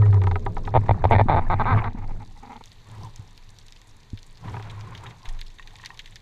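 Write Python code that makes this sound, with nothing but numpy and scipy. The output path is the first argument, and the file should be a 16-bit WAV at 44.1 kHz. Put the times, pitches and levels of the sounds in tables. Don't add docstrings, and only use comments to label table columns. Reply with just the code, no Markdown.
import sys
import numpy as np
from scipy import signal
from scipy.fft import rfft, irfft
from scipy.io import wavfile
from scipy.ndimage import uniform_filter1d

SR = 44100
rng = np.random.default_rng(int(sys.argv[2]) if len(sys.argv) > 2 else 0)


def materialize(psi):
    bounded = np.clip(np.atleast_2d(psi).T, -1, 1)
    quanta = np.round(bounded * 32767).astype(np.int16)
    wavfile.write(sys.argv[1], SR, quanta)


N = 273861
TIME = np.arange(N) / SR

# time in seconds, buffeting in dB,
# rush of water and glove rubbing in dB.
GLIDE = [(0, -36, -37.5), (0.299, -32, -48.5), (0.6, -28, -55), (0.8, -28.5, -38.5), (1.25, -28, -41.5),
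         (1.5, -34, -38), (1.62, -30.5, -31.5), (1.72, -20.5, -25.5), (1.789, -20.5, -24.5),
         (1.84, -30.5, -32), (1.93, -48, -42.5), (2.04, -35, -46.5), (2.25, -51.5, -53.5),
         (2.7, -56, -57.5)]
# full speed from in seconds, hold in seconds,
# buffeting in dB, gurgle in dB, wash in dB.
TURNS = [(2.891, 0.029, -41.5, -54.5, -53.5), (2.983, 0.063, -37.5, -49, -59.5),
         (3.198, 0.034, -50.5, -60.5, -63.5), (4.453, 0.11, -33, -45, -49), (4.65, 0.31, -39.5, -53, -49),
         (5.035, 0.046, -40, -52, -47.5), (5.251, 0.081, -53, -53.5, -54.5),
         (5.693, 0.22, -54.5, -55.5, -65)]
# time in seconds, level in dB.
SWELL = [(0, -34), (0.7, -26.5), (1.15, -22), (1.6, -27.5), (2.1, -29.5), (2.5, -46.5), (3.5, -47.5)]
# frequency in Hz, relative density in dB per Hz.
BUFFET_COLOUR = [(30, -29.5), (65, -9.5), (90, -6), (106, 8.5), (130, -10.5), (160, -8), (210, -20),
                 (330, -23.5), (430, -24.5), (600, -31), (1500, -45)]
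RUSH_COLOUR = [(300, -7.5), (440, 2), (570, -12), (780, -2), (1000, 0.5), (1400, -9), (1850, -5.5),
               (2400, -8), (3200, -22.5), (6000, -37)]
GURGLE_COLOUR = [(300, -4), (440, -5.5), (570, -25.5), (740, -6.5), (870, 0), (1040, 2), (1250, -12),
                 (1450, -28), (2400, -16), (3200, -4)]
WASH_COLOUR = [(250, -13.5), (550, 2.5), (950, 8), (1400, 3.5), (1900, 0.5), (2450, -2), (2850, -8),
               (5000, -23.5)]
SWELL_COLOUR = [(10, -18), (22, -1), (30, -11.5), (45, -23), (80, -23), (300, -38), (1000, -80.5)]
TURN_RISE_S, TURN_FALL_S = 0.024, 0.063
GLIDE_END_S = 2.39
WAVER_DB, WAVER_KNOTS_PER_S = 4, 22
BUFFET_EVENNESS = 0.48


def water(buffet_db, rush_db, gurgle_db, wash_db, settle_s, gust_db):
    buffet, rush = from_db(in_time(GLIDE))
    stirred_power = 0
    for start, hold, *levels in TURNS:
        envelope = held(start, start + hold, TURN_RISE_S, TURN_FALL_S)
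        stirred_power = stirred_power + np.outer(from_db(levels), envelope) ** 2
    shake, gurgle, wash = np.sqrt(stirred_power)
    swell, = from_db(in_time(SWELL))

    waver = rms_one(from_db(WAVER_DB * drift(rate=WAVER_KNOTS_PER_S)))
    glide_buffet = buffet * waver * noise(BUFFET_COLOUR)
    turn_buffet = shake * evened(noise(BUFFET_COLOUR), BUFFET_EVENNESS)
    low = from_db(buffet_db) * (glide_buffet + turn_buffet)

    eddies = shower(count=1600, low_hz=600, high_hz=2600, cycles=20, spread_db=3.2)
    stream = rms_one(eddies) + from_db(-2) * rng.standard_normal(N)
    stream = stream * from_db(gust_db * drift(rate=69))
    moving = held(0, GLIDE_END_S, 1, settle_s)
    flowing = moving * rms_one(through(stream, pulse(RUSH_COLOUR)))
    still = (1 - moving) * noise(RUSH_COLOUR)
    glide = from_db(rush_db) * rush * (flowing + still)

    gurgling = from_db(gurgle_db) * gurgle * rms_one(through(stream, pulse(GURGLE_COLOUR)))
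    washing = from_db(wash_db + gust_db * drift(rate=40)) * wash * noise(WASH_COLOUR)
    return low + glide + gurgling + washing + swell * noise(SWELL_COLOUR)


# multiple of its pitch, level in dB re the tone.
DRONE_OVERTONES = [(2, -37.5), (3, -42.5), (4, -31.5), (5, -40.5)]
# frequency in Hz, relative level in dB, 60 dB decay in seconds.
HUM_MODES = [(165, -28, 0.6), (228.5, -31.5, 0.29), (416.7, -26, 0.15), (510, -36.5, 0.22),
             (651, -39.5, 0.12)]
DRONE_HZ, DRONE_SAG_HZ_PER_S = 105.9, 49.3
DRONE_DB, DRONE_FADE_DB_PER_S = -12, 24.5
DRONE_END_S, DRONE_RELEASE_S = 0.344, 0.043


def drone(waver_db, hum_db):
    hz = DRONE_HZ - DRONE_SAG_HZ_PER_S * np.minimum(TIME, DRONE_END_S)
    level_db = DRONE_DB - DRONE_FADE_DB_PER_S * TIME + waver_db * drift(rate=71)
    gain = from_db(level_db) * held(0, DRONE_END_S, 1, DRONE_RELEASE_S)
    phase = 2 * np.pi * np.cumsum(hz) / SR
    overtones = sum(from_db(db) * np.sin(round(k) * phase) for k, db in DRONE_OVERTONES)
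    tone = np.sin(phase) + overtones
    hum = 0
    for mode_hz, db, t60 in HUM_MODES:
        hum = hum + from_db(db) * evened(ring(rng.standard_normal(N), mode_hz, t60), share=0.59)
    return gain * np.sqrt(2) * tone + from_db(hum_db) * held(0, 0, 1, fall=0.55) * hum


# start in seconds, relative peak in dB,
# sharp edge in dB re that, low boom in dB re that.
SLIPS = [(0.74, -16, -17.5, 0), (0.7497, -12, -8.5, -0.5), (0.756, -9.5, -16.5, 0), (0.764, -7, -27, -3.5),
         (0.773, -11, -10, 2), (0.8923, -10, -1, 2), (0.9097, -11, 0, 5), (1.0407, -10.5, 1.5, -1.5),
         (1.052, -8.5, -9.5, -1), (1.1101, -8.5, -5, -0.5), (1.1504, -14.5, 11, 4),
         (1.1612, -14.5, 8.5, 7.5), (1.1827, -20, 14, -2), (1.1897, -17, 4.5, -15.5), (1.1948, -9, 5, -8),
         (1.202, -15.5, 8, 4.5), (1.2065, -20, -8, 1.5), (1.2111, -9.5, -11, 2.5), (1.2965, -11.5, 0, 0),
         (1.3482, -15, 0, 6.5)]
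# start in seconds, length in seconds, first, middle and last
# slip rate in Hz, relative peak in dB, growth in dB, rubber resonance in Hz, contact ring in dB re the
# peak, contact ring in Hz.
CREAKS = [(1.119, 0.024, 210, 230.2, 164, -11.5, -4, 635, 11.5, 2130),
          (1.285, 0.06, 199.6, 150.5, 106, -11.5, 1.5, 805, -11, 1770),
          (1.362, 0.036, 98.3, 181, 114.4, -12.5, 0.5, 785, -11.5, 2040),
          (1.5005, 0.04, 166.6, 183.8, 140, -13.5, 2.5, 933, -19, 1300),
          (1.5974, 0.027, 186, 224.2, 165, -15, 0, 1020, -9.5, 1350),
          (1.655, 0.087, 159.8, 263.6, 202.4, -16.5, 0.5, 1110, -18, 1520),
          (1.772, 0.027, 228, 224, 176, -27, 10, 1270, 20.5, 2190),
          (1.851, 0.03, 280, 227.4, 233, -24, 3.5, 1120, -4, 1510)]
# frequency in Hz, relative level in dB, 60 dB decay in seconds.
CASE_MODES = [(102.3, -2.5, 0.15), (158, -44, 0.055), (240.5, -20, 0.14), (460, -27.5, 0.017),
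              (910, -6, 0.023), (1210, -45.5, .025), (2030, -41, 0.058), (3495, -36, 0.026)]
# frequency in Hz, relative density in dB per Hz.
SLIP_COLOUR = [(60, -25.5), (250, -2), (450, 2.5), (800, 7.5), (930, 8.5), (1080, -13.5), (1250, -5),
               (1450, -32), (2300, -17.5), (2600, -36), (3700, -26), (4600, -61), (9000, -64.5)]
EDGE_COLOUR = [(500, -34), (1200, 2), (1700, 13), (2350, 15), (2750, -18), (3700, 0), (4600, -9),
               (9000, -69)]
RUBBER_CUT_HZ = 4270


def glove(slip_db, edge_db, creak_db, contact_db, creak_ring_db, grit_db, edge_lag_s):
    s, db, edge, boom = np.transpose(SLIPS)
    slips = clicks(s, db)
    creaks, creak_pulses, contact = sum(creak(row, uneven_db=1.4) for row in CREAKS)

    grit = from_db(grit_db) * scatter(slips + creaks, t60=0.03)
    edges = from_db(edge_db) * clicks(s + edge_lag_s, db + edge) + grit
    direct = from_db(slip_db) * through(slips, pulse(SLIP_COLOUR)) + through(edges, pulse(EDGE_COLOUR))

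    creak_blows = from_db(creak_ring_db) * creaks
    boom_blows = clicks(s, db + boom) + creak_blows
    ringing = from_db(contact_db) * contact
    for k, (hz, mode_db, t60) in enumerate(CASE_MODES):
        blows = boom_blows if k == 0 else slips + creak_blows
        ringing = ringing + from_db(mode_db) * ring(blows, hz, t60)

    through_wall = bend(direct + ringing, hz=733, width_hz=950)
    soft = signal.butter(8, RUBBER_CUT_HZ, fs=SR, output="sos")
    return signal.sosfilt(soft, through_wall + from_db(creak_db) * creak_pulses)


CREAK_LOSS_DB, CREAK_EDGE_DB, CREAK_RING_OCTAVES, RUBBER_GLIDE_OCTAVES = 0.5, 3.5, 0.55, 0.47
CREAK_JITTER = 0.08
CONTACT_WANDER, CONTACT_T60_S = 0.02, 0.016


def creak(row, uneven_db):
    s, length, first_hz, middle_hz, last_hz, db, growth_db, rubber_hz, edge_db, contact_hz = row
    early, strength, tension = rng.standard_normal((64, 3)).T
    place = 2 * (TIME - s) / length - 1
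    end_hz = np.where(place < 0, first_hz, last_hz)
    arch = middle_hz + (end_hz - middle_hz) * np.minimum(np.abs(place), 1) ** 2.5
    rate = arch * (np.abs(place) <= 1)
    turns = np.cumsum(rate) / SR
    count = int(turns[-1]) + 1
    at = np.searchsorted(turns, np.arange(count), side="right")
    times = at / SR + CREAK_JITTER * from_db(db) * early[:count] / rate[at]
    faster = np.log2(rate[at] / rate[at].mean())
    peaks = db + growth_db * place[at] / 2 - CREAK_LOSS_DB * faster + uneven_db * strength[:count]

    pulses = np.zeros(N)
    resonances = rubber_hz * 2 ** (RUBBER_GLIDE_OCTAVES * faster)
    for start, peak, hz in zip((times * SR).astype(int), peaks, resonances):
        shape = from_db(peak) * rubber_pulse(hz)
        pulses[start:start + len(shape)] += shape

    pitches = contact_hz * 2 ** (CREAK_RING_OCTAVES * faster) * (1 + CONTACT_WANDER * tension[:count])
    contact = grains(times, peaks + edge_db + CREAK_EDGE_DB * faster, pitches, CONTACT_T60_S)
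    return np.array([clicks(times, peaks), pulses, contact])


# frequency in Hz, relative density in dB per Hz.
CREAK_COLOUR = [(60, 3.5), (300, 8.5), (520, -1.5), (720, 4), (900, 10.5), (1100, -0.5), (1270, 3.5),
                (1420, -9.5), (1560, 1), (1760, -14.5), (2050, -3), (2400, -12), (2750, -18), (3200, -27),
                (3600, -13), (4100, -14.5), (5100, -54), (9000, -69.5)]
RUBBER_BOOST_DB, RUBBER_WIDTH_OCTAVES = 12.5, 0.67


def rubber_pulse(hz):
    points, db = np.transpose(CREAK_COLOUR)
    octaves_away = np.log2(points / hz)
    lift = RUBBER_BOOST_DB * np.exp(-.5 * (octaves_away / RUBBER_WIDTH_OCTAVES) ** 2)
    return pulse(np.transpose([points, db + lift]), size=2048)


def bend(x, hz, width_hz):
    r = np.exp(-np.pi * width_hz / SR)
    poles = [1, -2 * r * np.cos(2 * np.pi * hz / SR), r * r]
    return signal.lfilter(poles[::-1], poles, x)


# start in seconds,
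# relative peak in dB, low ring in dB re that.
TICKS = [(0.02, -27.5, 1.5), (0.06, -27, -1), (0.128, -25, -3.5), (0.142, -25, -6), (0.167, -37.5, 4),
         (0.217, -20.5, -8), (0.238, -21, -6.5), (0.27, -16.5, -1.5), (0.313, -15.5, -9),
         (0.357, -14, -4.5), (0.463, -19, -1), (0.568, -23, 2.5), (0.675, -24, -1), (0.861, -30.5, -11),
         (0.884, -25.5, 2.5), (1.842, -16.5, -8.5), (4.477, -30, -20), (4.484, -26, -17), (4.541, -25, -6),
         (4.553, -30.5, -19), (4.567, -23.5, -8.5), (4.597, -29, -6), (5.059, -26, -22)]
# frequency in Hz, relative level in dB, 60 dB decay in seconds.
GEAR_MODES = [(401, 0.5, 0.079), (648, -13, 0.12), (763, 1.5, 0.044), (815, 2, 0.05), (968, 0, 0.071),
              (1188, -6, 0.062), (1268, -2.5, 0.045), (1787, -15.5, 0.025)]
# frequency in Hz, relative density in dB per Hz.
TICK_COLOUR = [(300, -16), (600, -9.5), (880, 3), (1060, 1), (1200, 0), (1500, 2), (2100, -0.5),
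               (3000, -15), (3750, -12.5), (5000, -30), (12000, -64.5)]


def gear(tick_db, rattle_db, ring_db):
    s, db, low = np.transpose(TICKS)
    hits = clicks(s, db)
    lows = clicks(s, db + low + ring_db)
    struck = from_db(tick_db) * hits + from_db(rattle_db) * scatter(hits, t60=0.028)
    tick = through(struck, pulse(TICK_COLOUR))
    rattle = .8 * lows + .6 * scatter(lows, t60=0.03)
    ringing = 0
    for k, (hz, mode_db, t60) in enumerate(GEAR_MODES):
        ringing = ringing + (-1) ** k * from_db(mode_db) * ring(rattle, hz, t60)
    return tick + ringing


# start in seconds, length in seconds, relative level in dB.
SCUFFS = [(1.404, 0.057, -36.5), (1.57, 0.063, -33.5), (1.97, 0.035, -36), (2.011, 0.041, -39),
          (2.078, 0.045, -41), (2.198, 0.046, -41.5), (2.35, 0.045, -51), (2.425, 0.034, -38.5),
          (2.464, 0.022, -39.5), (2.494, 0.046, -36.5), (2.54, 0.043, -39), (2.609, 0.01, -37.5)]
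# frequency in Hz, relative density in dB per Hz.
SCUFF_COLOUR = [(170, -17.5), (245, 2.5), (310, -24.5), (440, -6.5), (630, -23), (830, 5), (940, -0.5),
                (1060, -14.5), (1250, -9), (1600, -23), (2150, -14), (3200, -36)]
SCUFF_SLIPS_PER_S = 240


def scuffs(level_db, hiss_db):
    stroke = 0
    for s, length, db in SCUFFS:
        place = 2 * (TIME - s) / length - 1
        stroke = stroke + from_db(db) * np.sqrt(np.maximum(1 - place ** 2, 0))
    turns = np.floor(np.cumsum(SCUFF_SLIPS_PER_S * 2 ** (.4 * drift(rate=90))) / SR)
    slips = np.diff(turns, prepend=0) * from_db(4 * rng.standard_normal(N))
    rubbing = rms_one(through(slips, pulse(SCUFF_COLOUR)))
    return from_db(level_db) * stroke * (rubbing + from_db(hiss_db) * noise(SCUFF_COLOUR))


# start in seconds, relative level in dB, thud in dB re that.
KNOCKS = [(1.256, -26, 4.5), (1.945, -33, 4), (3.192, -28.5, -37), (4.130, -21.5, -12.5)]
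# start in seconds, frequency in Hz, relative level in dB,
# 60 dB decay in seconds.
WOBBLE = (5.276, 22.3, -21, 0.85)


def knocks(thud_db):
    s, db, thud = np.transpose(KNOCKS)
    body = ring(clicks(s, db), hz=103.4, t60=0.082)
    body = body + ring(clicks(s, db + thud + thud_db), hz=216, t60=0.031)
    padding = signal.butter(8, 360, fs=SR, output="sos")
    s, hz, db, t60 = WOBBLE
    softness = signal.butter(2, 90, fs=SR, output="sos")
    push = signal.sosfilt(softness, clicks([s], [db]) + 1e-18)
    return signal.sosfilt(padding, body) - ring(push, hz, t60)


# start in seconds, relative level in dB.
TAPS = [(5.596, -36), (5.757, -53), (5.798, -43), (5.838, -37.5), (5.904, -36.5)]
# frequency in Hz, relative level in dB, 60 dB decay in seconds.
TAP_MODES = [(1060, -4.5, 0.027), (1860, 0, 0.037), (2650, -6, 0.021), (3720, -15, 0.016)]


def taps(level_db):
    s, db = np.transpose(TAPS)
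    contact = signal.lfilter(signal.windows.hann(12), [1], clicks(s, db + level_db))
    ringing = 0
    for k, (hz, mode_db, t60) in enumerate(TAP_MODES):
        ringing = ringing + (-1) ** k * from_db(mode_db) * ring(contact, hz, t60)
    return ringing


# start in seconds, pitch in Hz, relative level in dB,
# 60 dB decay in seconds.
PINGS = [(0.033, 1866, -37, 0.085), (1.152, 1820, -27, 0.078), (1.213, 1790, -28, 0.034),
         (1.466, 1730, -40, 0.042), (1.773, 1166, -25.5, 0.072), (4.838, 970, -42, 0.032),
         (4.872, 1047, -40, 0.052), (4.922, 1040, -43, 0.035), (5.036, 960, -41, 0.051),
         (5.047, 1320, -42, 0.055), (5.072, 1030, -42, 0.055)]


def bubbles(level_db):
    s, hz, db, t60 = np.transpose(PINGS)
    return grains(s, db + level_db, hz, t60)


# time in seconds, relative level in dB.
SHRIMP = [(0, -68.5), (0.9, -71), (1.9, -74), (2.5, -67), (4.2, -68.5), (6.2, -66.5)]
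# start in seconds, relative peak in dB,
# share smeared by the sea bed from 0 to 1, pitch in Hz.
SNAPS = [(0.066, -43.5, 0.46, 3700.0), (0.1446, -44, 0.2, 4500.0), (0.395, -48, 0.47, 5800.0),
         (0.582, -43, 0.4, 5000.0), (0.6522, -39, 0.6, 3800.0), (1.045, -37.5, 0.1, 3300.0),
         (2.639, -39, 0.3, 4000.0), (2.6576, -40.5, 0.28, 6030), (2.718, -41, 0.26, 4440),
         (3.034, -43, 0.23, 4580), (3.1605, -37, 0.16, 5400), (3.377, -39.5, 0.4, 4700.0),
         (3.492, -46, 0.27, 4760), (3.587, -39, 0.26, 4700.0), (3.6666, -45.5, 0.25, 5790),
         (3.683, -41.5, 0.54, 3800.0), (3.7233, -39, 0.45, 4400.0), (3.816, -42.5, 0.4, 5100.0),
         (4.1747, -37, 0.47, 3400.0), (4.23, -40.5, 0.22, 4640), (4.373, -44, 0.43, 4300.0),
         (4.6252, -38.5, 0.67, 4740), (4.698, -36, 0.9, 3300.0), (4.8095, -37, 0.5, 4400.0),
         (4.9503, -33, 0.72, 3830), (4.9764, -36.5, 0.63, 4550), (5.064, -36, 1, 3200.0),
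         (5.108, -41.5, 0.74, 4200.0), (5.2545, -33, 0.95, 3300.0), (5.289, -33.5, 0.6, 4970),
         (5.3901, -38.5, 0.86, 3400.0), (5.414, -30.5, 0.43, 3570), (5.502, -46.5, 0.76, 5600.0),
         (5.584, -40, 1, 3330), (5.625, -43.5, 0.95, 3860), (5.674, -36.5, 0.63, 3860),
         (5.707, -48, 0.94, 3900.0), (5.756, -38, 0.6, 4100.0), (5.786, -43.5, 0.6, 4370),
         (5.8303, -43, 0.94, 3700.0), (5.849, -33, 0.6, 4600.0), (5.8597, -26, 0.45, 4300),
         (5.867, -51, 0.3, 4600.0), (5.944, -45, 0.7, 4300.0), (5.974, -40, 0.6, 4500.0),
         (5.9924, -26.5, 0.72, 3800.0), (6.043, -48, 0.7, 3600.0), (6.059, -36.5, 0.5, 3600.0),
         (6.075, -41.5, 0.73, 3900.0), (6.123, -45, 0.95, 3900.0), (6.158, -30.5, 0.49, 4500.0)]
# frequency in Hz, relative density in dB per Hz.
SHRIMP_COLOUR = [(600, -4), (1300, -16.5), (1800, -4.5), (2400, -6.5), (3200, -8), (3650, -0.5), (4600, -6),
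                 (5300, -17), (6050, -10), (7200, -12.5), (8500, -20), (10200, -22.5), (12200, -21),
                 (15000, -35)]
FAR_COLOUR = [(700, -32), (1400, -5), (1850, 7.5), (2600, 2.5), (3700, 7.5), (5000, -17), (6500, -7.5),
              (9000, -28.5), (15000, -31)]
SNAP_T60_S, SNAP_ECHO_T60_S = 0.0037, 0.046
SNAP_WIDTH = 0.55


def shrimp(crackle_db, haze_db, snap_db, echo_db, far_db, crack_db):
    level, = in_time(SHRIMP)
    distant = crackle(count=900, low_hz=2800, high_hz=7500, spread_db=4)
    bed = from_db(level) * (from_db(crackle_db) * distant + from_db(haze_db) * noise(SHRIMP_COLOUR))
    s, db, smear, hz = np.transpose(SNAPS)
    dry_db = db + 20 * np.log10(np.clip(1 - smear, .01, 1))
    smeared_db = db + 20 * np.log10(np.clip(smear, .01, 1))
    near = puffs(s, dry_db + snap_db, hz, SNAP_T60_S, SNAP_WIDTH)
    echo = puffs(s, dry_db + echo_db, hz, SNAP_ECHO_T60_S, SNAP_WIDTH)
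    far = from_db(far_db) * scatter(clicks(s, smeared_db), t60=0.051)
    cracks = np.diff(clicks(s, dry_db + crack_db), prepend=0)
    return bed + near + echo + cracks + through(far, pulse(FAR_COLOUR))


def crackle(count, low_hz, high_hz, spread_db):
    when, pitch, rarity, blur = rng.random((count, 4)).T
    db = spread_db * np.minimum(-np.log(1 - rarity), 4)
    hz = low_hz * (high_hz / low_hz) ** pitch
    return rms_one(puffs(when * N / SR, db, hz, t60=.003 + .035 * blur ** 2, width=.55))


def puffs(times, db, hz, t60, width, size=3000):
    out, age = np.zeros(N + size), np.arange(size) / SR
    for s, height, pitch, decay in zip(*np.broadcast_arrays(times, from_db(db), hz, t60)):
        r = np.exp(-np.pi * pitch * width / SR)
        at = int(np.clip(s * SR, 0, N))
        poles = [1, -2 * r * np.cos(2 * np.pi * pitch / SR), r * r]
        dying = rng.standard_normal(size) * np.exp(-np.log(1000) * age / decay)
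        burst = signal.sosfilt([[1, 0, -1.1, *poles]] * 2, dying)
        out[at:at + size] += height * burst / np.abs(burst).max()
    return out[:N]


def grains(times, db, hz, t60, size=2048):
    out, age = np.zeros(N + size), np.arange(size) / SR
    for s, height, pitch, decay in zip(*np.broadcast_arrays(times, from_db(db), hz, t60)):
        at = int(np.clip(s * SR, 0, N))
        fade = np.exp(-np.log(1000) * age / decay)
        out[at:at + size] += height * np.sin(2 * np.pi * pitch * age) * fade
    return out[:N]


def shower(count, low_hz, high_hz, cycles, spread_db):
    when, pitch, rarity = rng.random((count, 3)).T
    hz = low_hz * (high_hz / low_hz) ** pitch
    db = spread_db * np.minimum(-np.log(1 - rarity), 4)
    return grains(when * N / SR, db, hz, cycles / hz)


def from_db(db):
    return 10 ** (np.asarray(db) / 20)


def rms_one(x):
    return x / np.sqrt(np.mean(x ** 2) + 1e-20)


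def in_time(rows):
    s, *columns = np.transpose(rows)
    return [np.interp(TIME, s, c) for c in columns]


def drift(rate):
    knots = rng.standard_normal(4000)
    return np.interp(TIME * rate, np.arange(len(knots)), knots)


def held(start, end, rise, fall):
    return np.exp(np.minimum(TIME - start, 0) / rise - np.maximum(TIME - end, 0) / fall)


def evened(x, share):
    power = uniform_filter1d(x ** 2, size=900)
    return rms_one(x / (power + .02 * power.mean()) ** (np.clip(share, 0, 1) / 2))


def clicks(times, db):
    out = np.zeros(N)
    at = np.round(np.asarray(times) * SR).astype(int)
    np.add.at(out, np.clip(at, 0, N - 1), from_db(db))
    return out


def through(x, response):
    return signal.fftconvolve(x, response)[:N]


def pulse(colour, size=16384):
    hz, db = np.transpose(colour)
    grid = np.linspace(0, SR / 2, size // 2 + 1) + 1
    octaves_beyond = np.maximum(np.log2(grid / hz[-1]), 0) + np.maximum(np.log2(hz[0] / grid), 0)
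    gain = from_db(np.interp(np.log(grid), np.log(hz), db) - 12 * octaves_beyond)
    cepstrum = irfft(np.log(gain))
    shape = irfft(np.exp(rfft(2 * cepstrum[:size // 2], size)))
    return shape / np.abs(shape).max()


def noise(colour):
    return rms_one(through(rng.standard_normal(N), pulse(colour)))


def ring(x, hz, t60):
    r, w = from_db(-60 / (t60 * SR)), 2 * np.pi * hz / SR
    return signal.lfilter([0, np.sin(w)], [1, -2 * r * np.cos(w), r * r], x + 1e-18)


def scatter(hits, t60):
    r = from_db(-120 / (t60 * SR))
    power = signal.lfilter([1 - r], [1, -r], hits ** 2 + 1e-24)
    return np.sqrt(power) * rng.standard_normal(N)


def scene():
    flow = water(buffet_db=-0.5, rush_db=-6.0, gurgle_db=0.5, wash_db=-1.0, settle_s=0.092, gust_db=3)
    flow = flow + drone(waver_db=1.5, hum_db=-13)
    hand = glove(slip_db=4.0, edge_db=-12.5, creak_db=3.0, contact_db=-20.0,
                 creak_ring_db=1, grit_db=-16, edge_lag_s=0.0012)
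    handling = gear(tick_db=-9, rattle_db=-3, ring_db=-6) + scuffs(level_db=-3.0, hiss_db=-9.5)
    handling = handling + knocks(thud_db=9.0) + taps(level_db=-12)
    sea = bubbles(level_db=2)
    sea = sea + shrimp(crackle_db=3.5, haze_db=4.5, snap_db=8, echo_db=-9, far_db=10.0, crack_db=-3)
    return (flow + hand + handling + sea)[None, :]


CUTOFF_HZ = 15400


def record(dry):
    dry = signal.sosfilt(signal.butter(1, 3, "high", fs=SR, output="sos"), dry)
    return signal.sosfilt(signal.ellip(10, .1, 80, CUTOFF_HZ, fs=SR, output="sos"), dry)


dry = scene()
out = record(dry)
materialize(out)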